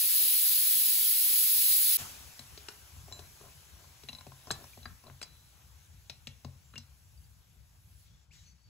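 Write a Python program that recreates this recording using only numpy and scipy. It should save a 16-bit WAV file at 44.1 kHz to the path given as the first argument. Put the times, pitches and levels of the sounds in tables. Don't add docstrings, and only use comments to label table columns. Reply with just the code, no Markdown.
import sys
import numpy as np
from scipy import signal
from scipy.fft import rfft, irfft, next_fast_len
from scipy.io import wavfile
from scipy.ndimage import uniform_filter1d, map_coordinates

SR = 44100
rng = np.random.default_rng(int(sys.argv[2]) if len(sys.argv) > 2 else 0)


def generate_wav(sig):
    pcm = np.round(np.clip(np.atleast_2d(sig).T, -1, 1) * 32767).astype(np.int16)
    wavfile.write(sys.argv[1], SR, pcm)


N = 383223
JET_END = 1.9705

# (frequency [Hz], level [dB], decay [share of the contact's t60])
HANDLE_MODES = [(4001, 7, 0.65)]
# (frequency [Hz], level [dB], full t60 [s])
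POT_MODES = [(410, 4, 0.037), (583, 2.5, 0.018), (694, 6, 0.02), (1038, 2, 0.033), (1317, -1, 0.012)]
# (frequency [Hz], level [dB], full t60 [s])
TABLE_MODES = [(89.8, -6, 0.36), (133.3, -6.5, 0.33), (229.7, -2, 0.072), (600, -14, 0.043)]


def amp(db):
    return 10 ** (np.asarray(db) / 20)


def unit(x):
    return x / np.sqrt(np.mean(x ** 2) + 1e-20)


def along(points, hz):
    f, *cols = np.transpose(points)
    return np.array([np.interp(np.log(hz + 1), np.log(f + 1), c) for c in cols])


def curves(rows):
    s, *cols = np.transpose(rows)
    return [np.interp(np.arange(N) / SR, s, c) for c in cols]


def wobble(rate):
    knots = rng.standard_normal(int(N * rate / SR) + 4)
    return map_coordinates(knots, [np.arange(N) * rate / SR])


def swell(s, length):
    return np.sin(np.pi * np.clip((np.arange(N) / SR - s) / length, 0, 1)) ** 2


def filtered(x, response):
    m = next_fast_len(N + SR // 2)
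    return irfft(rfft(x, m) * response(np.fft.rfftfreq(m, 1 / SR)), m)[..., :N]


def ports(pair):
    # (frequency [Hz], correlation [0 to 1])
    alike = [(30, 0.53), (90, 0.94), (250, .75), (500, .5), (1100, 0.39), (3200, 0.59), (5000, 0.11),
             (6200, 0.55), (7000, 1), (8000, 1), (9000, 0.98), (15800, 0.81)]
    # (frequency [Hz], lead [rad])
    left_lead = [(0, 0), (2400, .4), (3300, 1.3), (4300, .9), (5200, 2.7), (6100, 6), (6900, 2 * np.pi),
                 (15480, -2 * np.pi), (16600, -2 * np.pi)]

    def mix(hz):
        turn = np.arccos(np.clip(along(alike, hz)[0], 0, 1)) / 2
        return np.array([np.cos(turn), np.sin(turn)])

    def lead(hz):
        return np.exp(.5j * np.outer([1, -1], np.interp(hz, *np.transpose(left_lead))))

    shared, own = filtered(pair, mix)
    return filtered(np.array([shared + own, shared - own]), lead)


def rush(colour, patchy_db):
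    z = signal.stft(rng.standard_normal((2, N)), nperseg=512)[2]
    over_frequency = uniform_filter1d(rng.standard_normal(z.shape[1:]), 6, 0)
    patches = unit(uniform_filter1d(over_frequency, 10, 1))
    pair = signal.istft(z * amp(patchy_db * patches), nperseg=512)[1][:, :N]
    return unit(filtered(ports(pair), lambda hz: amp(along(colour, hz))))


def jet():
    # (frequency [Hz], left level [dB], right level [dB])
    jet_colour = [(19.8, -60.5, -61.5), (49, -45.5, -47.5), (150, -40.5, -40), (507, -38.5, -42),
                  (1030, -32, -36), (2400, -18, -19.5), (4100, -8, -14.5), (5260, -9.5, -19),
                  (6340, -16.5, -15), (7550, -12.5, -18), (8340, -8, -3), (8570, -13, -16),
                  (10600, -2.5, -2.5), (13900, -1, -1), (17000, -2.5, -2)]
    level_db, extra_hiss_db = -21.5, 1
    flow = rush(jet_colour, patchy_db=0.84)
    lower = filtered(flow, lambda hz: 1 / (1 + (hz / 7500) ** 8))
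    flow = flow + lower * (amp(extra_hiss_db) - 1)
    on = np.clip((JET_END - np.arange(N) / SR) / 0.00033, 0, 1)
    flutter_db = 0.43 * wobble(12.67) + 0.31 * wobble(150)
    return on * amp(level_db + flutter_db) * flow


def stove():
    # (frequency [Hz], left level [dB], right level [dB])
    stove_colour = [(15.26, -48, -37), (30, -17, -27), (45.4, -17, -7), (62.8, 5, -4), (105, -7, -5),
                    (158, -8.5, -17), (215, -26, -24.5), (338, -36, -36.5), (590, -38, -38.5),
                    (3000, -120, -120)]
    level_db, start_s, fade_s = -58, 1.97, 0.32
    fade = np.clip((np.arange(N) / SR - start_s) / fade_s, 0, 1)
    lumps_db = 2.4 * wobble(15) + 2.2 * wobble(9.6) + 0.99 * wobble(2.9)
    rumble = amp(lumps_db) * rush(stove_colour, patchy_db=1.8)
    return fade * amp(level_db) * unit(rumble)


def seep():
    # (frequency [Hz], left level [dB], right level [dB])
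    hiss_colour = [(1010, -14, -32), (1550, -5, -4.5), (2280, 2.5, -8.5), (3950, 2, -4.5), (4940, 0.5, -4),
                   (5730, 2, 1.5), (7950, -2, -4), (8200, -37, -12), (10600, -22, -29), (15000, -120, -120)]
    fizz_colour = [(6470, -48, -11), (8000, -1, -2.5), (11060, -1, -0.5), (13900, -2, -2.5),
                   (16100, -8, -6)]
    murmur_colour = [(150, 0, -3.5), (338, -2, -8), (535, -3, -10.5), (790, 3, -8.5), (1082, -0.5, -2.5),
                     (1630, 1.5, -18), (2350, -26, -32), (8000, -120, -120)]
    # (time [s], hiss level [dB], fizz level [dB])
    hand = [(7.8, -2.5, -0.5), (8.04, 1.5, 3), (8.07, 2, -3), (8.24, -2, -8), (8.265, -7, -12),
            (8.305, -8, -15.5), (8.335, 11, 2.5), (8.51, 1, -2.5), (8.535, -2, -5)]
    start_db, sink_db_per_s = -55, 2.5
    surge_start_db, surge_s = 17.5, 0.15
    fizz_db, murmur_db = -1, -8
    lift_s, lift_db, rise_s, fall_s = 4.6, 5.5, 0.19, 0.24

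    t = np.arange(N) / SR
    after = np.maximum(t - JET_END, 0)
    surge_db = surge_start_db * np.exp(-after / surge_s)
    flow_db = start_db - sink_db_per_s * after
    from_lift = np.where(t < lift_s, (lift_s - t) / rise_s, (t - lift_s) / fall_s)
    puff_db = lift_db * np.exp(-from_lift ** 2)
    hiss_hand_db, fizz_hand_db = curves(hand)

    hiss_level_db = flow_db + surge_db + 0.77 * puff_db + hiss_hand_db + 0.34 * wobble(3.17)
    fizz_level_db = flow_db + surge_db + puff_db + fizz_hand_db + fizz_db + wobble(2.91)
    murmur_level_db = flow_db + 0.89 * surge_db + murmur_db + 0.75 * wobble(20)
    hiss = amp(hiss_level_db) * rush(hiss_colour, patchy_db=1.5)
    fizz = amp(fizz_level_db) * rush(fizz_colour, patchy_db=1.7)
    murmur = amp(murmur_level_db) * rush(murmur_colour, patchy_db=1.5)
    return hiss + fizz + murmur


def ring(modes, t, scatter_db, free=1, centre_hz=1, narrow_db=0):
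    hz, db, t60 = np.transpose(modes)[:, :, None]
    db = db + scatter_db * rng.standard_normal(db.shape)
    db = db - narrow_db * np.log2(hz / centre_hz) ** 2
    decay_db = 60 * t / (t60 * max(free, .01))
    return (amp(db - decay_db) * np.sin(2 * np.pi * hz * t)).sum(0)


def contacts():
    # (time [s], clamp level [dB], where it rings most [Hz],
    # narrowness [dB at one octave], handle level [dB], pot level [dB], where the pot rings most [Hz],
    # table level [dB])
    clanks = [(2.006, -42, 6620, 15, -65, -62, 848, -45), (2.393, -37, 4030, 13.5, -50, -55, 960, -49),
              (2.5755, -39, 4150, 10, -54, -49.5, 355, -59), (2.6851, -33, 2920, 6, -52, -41.5, 415, -64),
              (3.124, -41, 4096, 14, -45, -51, 1050, -56), (3.1922, -44.5, 4000, 4, -55, -43, 442, -55),
              (4.035, -45.5, 3500, 5.5, -62, -53, 374, -53),
              (4.0871, -33.5, 3696, 29, -43.5, -50.5, 1050, -52.5),
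              (4.209, -41, 2720, 6.5, -74, -50, 1080, -58), (4.3186, -48, 2720, 12, -77, -43.5, 1050, -57),
              (4.5052, -21.5, 1460, 26, -35, -33, 686, -40.5),
              (4.5114, -23, 6360, 11, -68, -40, 425, -41.5), (4.855, -33, 1590, 18, -53, -44.5, 735, -46),
              (5.0982, -43, 1630, 10, -75, -57, 1100, -49), (5.215, -37, 2900, 2, -50, -58, 704, -63),
              (5.228, -34.5, 5360, 16, -64, -56, 1060, -65), (6.097, -33, 4150, 24, -48, -59, 494, -53.5),
              (6.271, -31.5, 3900, 16, -50, -70, 382, -46), (6.4472, -40, 3520, 15, -58, -42, 570, -38.5),
              (6.7377, -43, 1530, 7, -61, -60, 396, -50.5), (6.7564, -37.5, 2870, 17, -65, -60, 363, -46),
              (6.7787, -42.5, 5650, 6, -53, -76, 301, -46)]
    # (time [s], handle level [dB])
    rattle_times = [(4.0916, -44.5), (4.1295, -45.5), (4.1497, -48), (4.1857, -51), (4.551, -52),
                    (4.83, -55), (5.0676, -59)]
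    # (time [s], pot level [dB], where it rings most [Hz])
    tap_times = [(2.964, -54, 1080), (3.082, -49.5, 650), (3.1143, -49, 785), (3.4109, -50.5, 390),
                 (3.4786, -59, 756), (3.841, -58, 900), (4.2664, -43.5, 647), (4.4703, -45.5, 1060),
                 (4.621, -53.5, 490), (4.6409, -47, 1070), (4.774, -46, 660), (5.038, -51.5, 1080),
                 (5.0675, -51, 1080)]
    handle_hz = HANDLE_MODES[0][0]
    rattles = [(s, db + 1.5, handle_hz, 18, db, db - 7.5, 900, db - 7.5) for s, db in rattle_times]
    taps = [(s, db - 5, 4000, 6, -120, db, hz, db - 4) for s, db, hz in tap_times]
    return clanks + rattles + taps


def knocks():
    # (frequency [Hz], level [dB], full t60 [s])
    clamp_modes = [(1576, -2.5, 0.02), (2550, -19, 0.042), (2795, -8.5, 0.025), (3560, -17.5, 0.044),
                   (4480, -5.5, 0.02), (4855, -13, 0.062), (5440, 4.5, 0.022), (5940, -17, 0.03),
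                   (6440, -12, 0.083), (7590, -7.5, 0.11), (8490, -5, 0.1), (9100, -25, .05),
                   (10140, -37, 0.035)]
    scatter_db, handle_t60 = 2.5, 0.049
    out, t = np.zeros(N + SR), np.arange(SR // 2) / SR
    for s, clamp_db, clamp_hz, narrow_db, handle_db, pot_db, pot_hz, table_db in contacts():
        band = signal.butter(1, [clamp_hz / 1.7, min(clamp_hz * 1.36, 11000)], "band", fs=SR)
        crack = 1.43 * amp(-60 * t / 0.009) * signal.lfilter(*band, rng.standard_normal(len(t)))
        chatter = amp(-60 * t[:SR // 30] / 0.03) * rng.standard_normal(SR // 30) ** 3
        clamp = ring(clamp_modes, t, scatter_db, 0.37, clamp_hz, narrow_db)
        iron = signal.fftconvolve(clamp, chatter / np.linalg.norm(chatter))[:len(t)]
        handle = ring(HANDLE_MODES, t, scatter_db / 2, handle_t60)
        pot = ring(POT_MODES, t, scatter_db, 0.81, pot_hz, narrow_db=11.0)
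        table = ring(TABLE_MODES, t, scatter_db)

        blow = amp(clamp_db) * (iron + crack)
        blow += amp(handle_db) * handle
        blow += amp(pot_db) * pot * (1 - np.exp(-t / 0.0013))
        blow += amp(table_db) * table * (1 - np.exp(-t / 0.0028))
        out[round(s * SR):][:len(t)] += blow * (1 - np.exp(-t / 0.00051))
    return out[:N]


def cabin(x):
    # (frequency [Hz], t60 [s])
    room_decay = [(200, 0.27), (2000, 0.39), (10000, 0.05)]
    out, step = np.zeros((2, N + 2 * SR)), SR // 4
    for start in range(0, N, step):
        hz, t, z = signal.stft(rng.standard_normal((2, SR // 3)), SR, nperseg=256)
        t60 = along(room_decay, hz)[0][:, None]
        tail = signal.istft(z * amp(-60 * t / t60), SR, nperseg=256)[1]
        wet = signal.fftconvolve(x[None, start:start + step], tail / np.linalg.norm(tail[0]), axes=1)
        out[:, start + 200:][:, :wet.shape[1]] += wet
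    return out[:, :N]


def scrapes():
    # (time [s], length [s], level [dB])
    strokes = [(3.052, 0.22, -62), (3.39, 0.11, -62.5), (3.72, 0.17, -70.5), (4.452, 0.057, -55.5),
               (4.546, .14, -61.5), (5.028, 0.099, -60)]
    grains_per_s, spread_db = 400, 4
    struck = rng.random(N) < grains_per_s / SR
    grains = struck * amp(spread_db * rng.standard_normal(N)) * rng.choice([-1, 1], N)
    stroke = sum(amp(db) * np.sqrt(swell(s, length)) for s, length, db in strokes)
    t = np.arange(SR // 4) / SR
    pot = ring(POT_MODES, t, 0, 0.78, 900, narrow_db=1)
    body = pot + amp(1) * ring(TABLE_MODES, t, 0, 0.36)
    return signal.fftconvolve(stroke * unit(grains), body / np.linalg.norm(body))[:N]


def pings():
    # (time [s], frequency [Hz], level [dB], t60 [s])
    single_modes = [(3.124, 7300, -50, 0.29), (3.13, 4010, -52, .35), (4.091, 2770, -38, .03),
                    (4.506, 1576, -31, 0.034), (4.733, 2400, -53, 0.035), (4.856, 4740, -41, 0.044),
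                    (5.229, 4720, -38, 0.052), (5.232, 4000, -63.5, 1.26), (6.097, 2470, -53, 0.1),
                    (6.645, 7300, -69.5, 0.55), (6.762, 2786, -42, 0.065), (6.79, 4030, -65, .3),
                    (6.78, 6060, -48, 0.075), (7.048, 7300, -70, .25), (7.175, 4640, -61, 0.061),
                    (7.24, 4700, -64.5, .08)]
    out, t = np.zeros(N + SR), np.arange(SR // 2) / SR
    for s, *mode in single_modes:
        out[round(s * SR):][:len(t)] += ring([mode], t, 1) * (1 - np.exp(-t / 0.00085))
    return out[:N]


def valve():
    # (time [s], length [s], mean frequency [Hz], mean level [dB])
    whistles = [(8.07, .17, 3450, -78), (8.33, 0.15, 3920, -74), (8.334, .12, 6600, -72),
                (8.43, .11, 4440, -70), (8.44, .09, 5960, -64), (8.44, 0.097, 6400, -68),
                (8.54, 0.2, 4470, -77)]
    squeak_s, length_s, squeak_db = 8.303, 0.029, -63
    start_hz, rise_hz_per_s = 1850, 50000
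    t = np.arange(N) / SR - squeak_s
    turn = 2 * np.pi * (start_hz + rise_hz_per_s * t / 2) * t
    out = amp(squeak_db) * swell(squeak_s, length_s) * (np.sin(turn) + 0.4 * np.sin(2 * turn))
    for s, length, hz, db in whistles:
        wavering = hz * (1 + .016 * wobble(150) + .012 * wobble(25))
        tone = np.sin(2 * np.pi * np.cumsum(wavering) / SR)
        out += amp(db + 4 * wobble(110)) * np.sqrt(swell(s, length)) * tone
    return out


def scene():
    near = knocks() + scrapes() + valve()
    single = pings()
    direct = (near + single) * amp([[.3], [-6]])
    heard = ports(amp(-13) * cabin(near + 0.34 * single) + direct)
    # (frequency [Hz], left level [dB], right level [dB])
    tone = [(100, 3.6, 1.0), (3220, 5.1, 3.6), (6800, 0.15, 2.6)]
    heard = filtered(heard, lambda hz: amp(along(tone, hz)))
    fade = np.clip((np.arange(N) / SR - JET_END) / 0.024, 0, 1)
    return jet() + stove() + fade * seep() + heard


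def record(dry):
    top_hz = 15750
    return filtered(dry, lambda hz: np.cos(np.pi / 2 * np.clip((hz - top_hz) / 120 + .5, 0, 1)) ** 2)


dry = scene()
out = record(dry)
generate_wav(out)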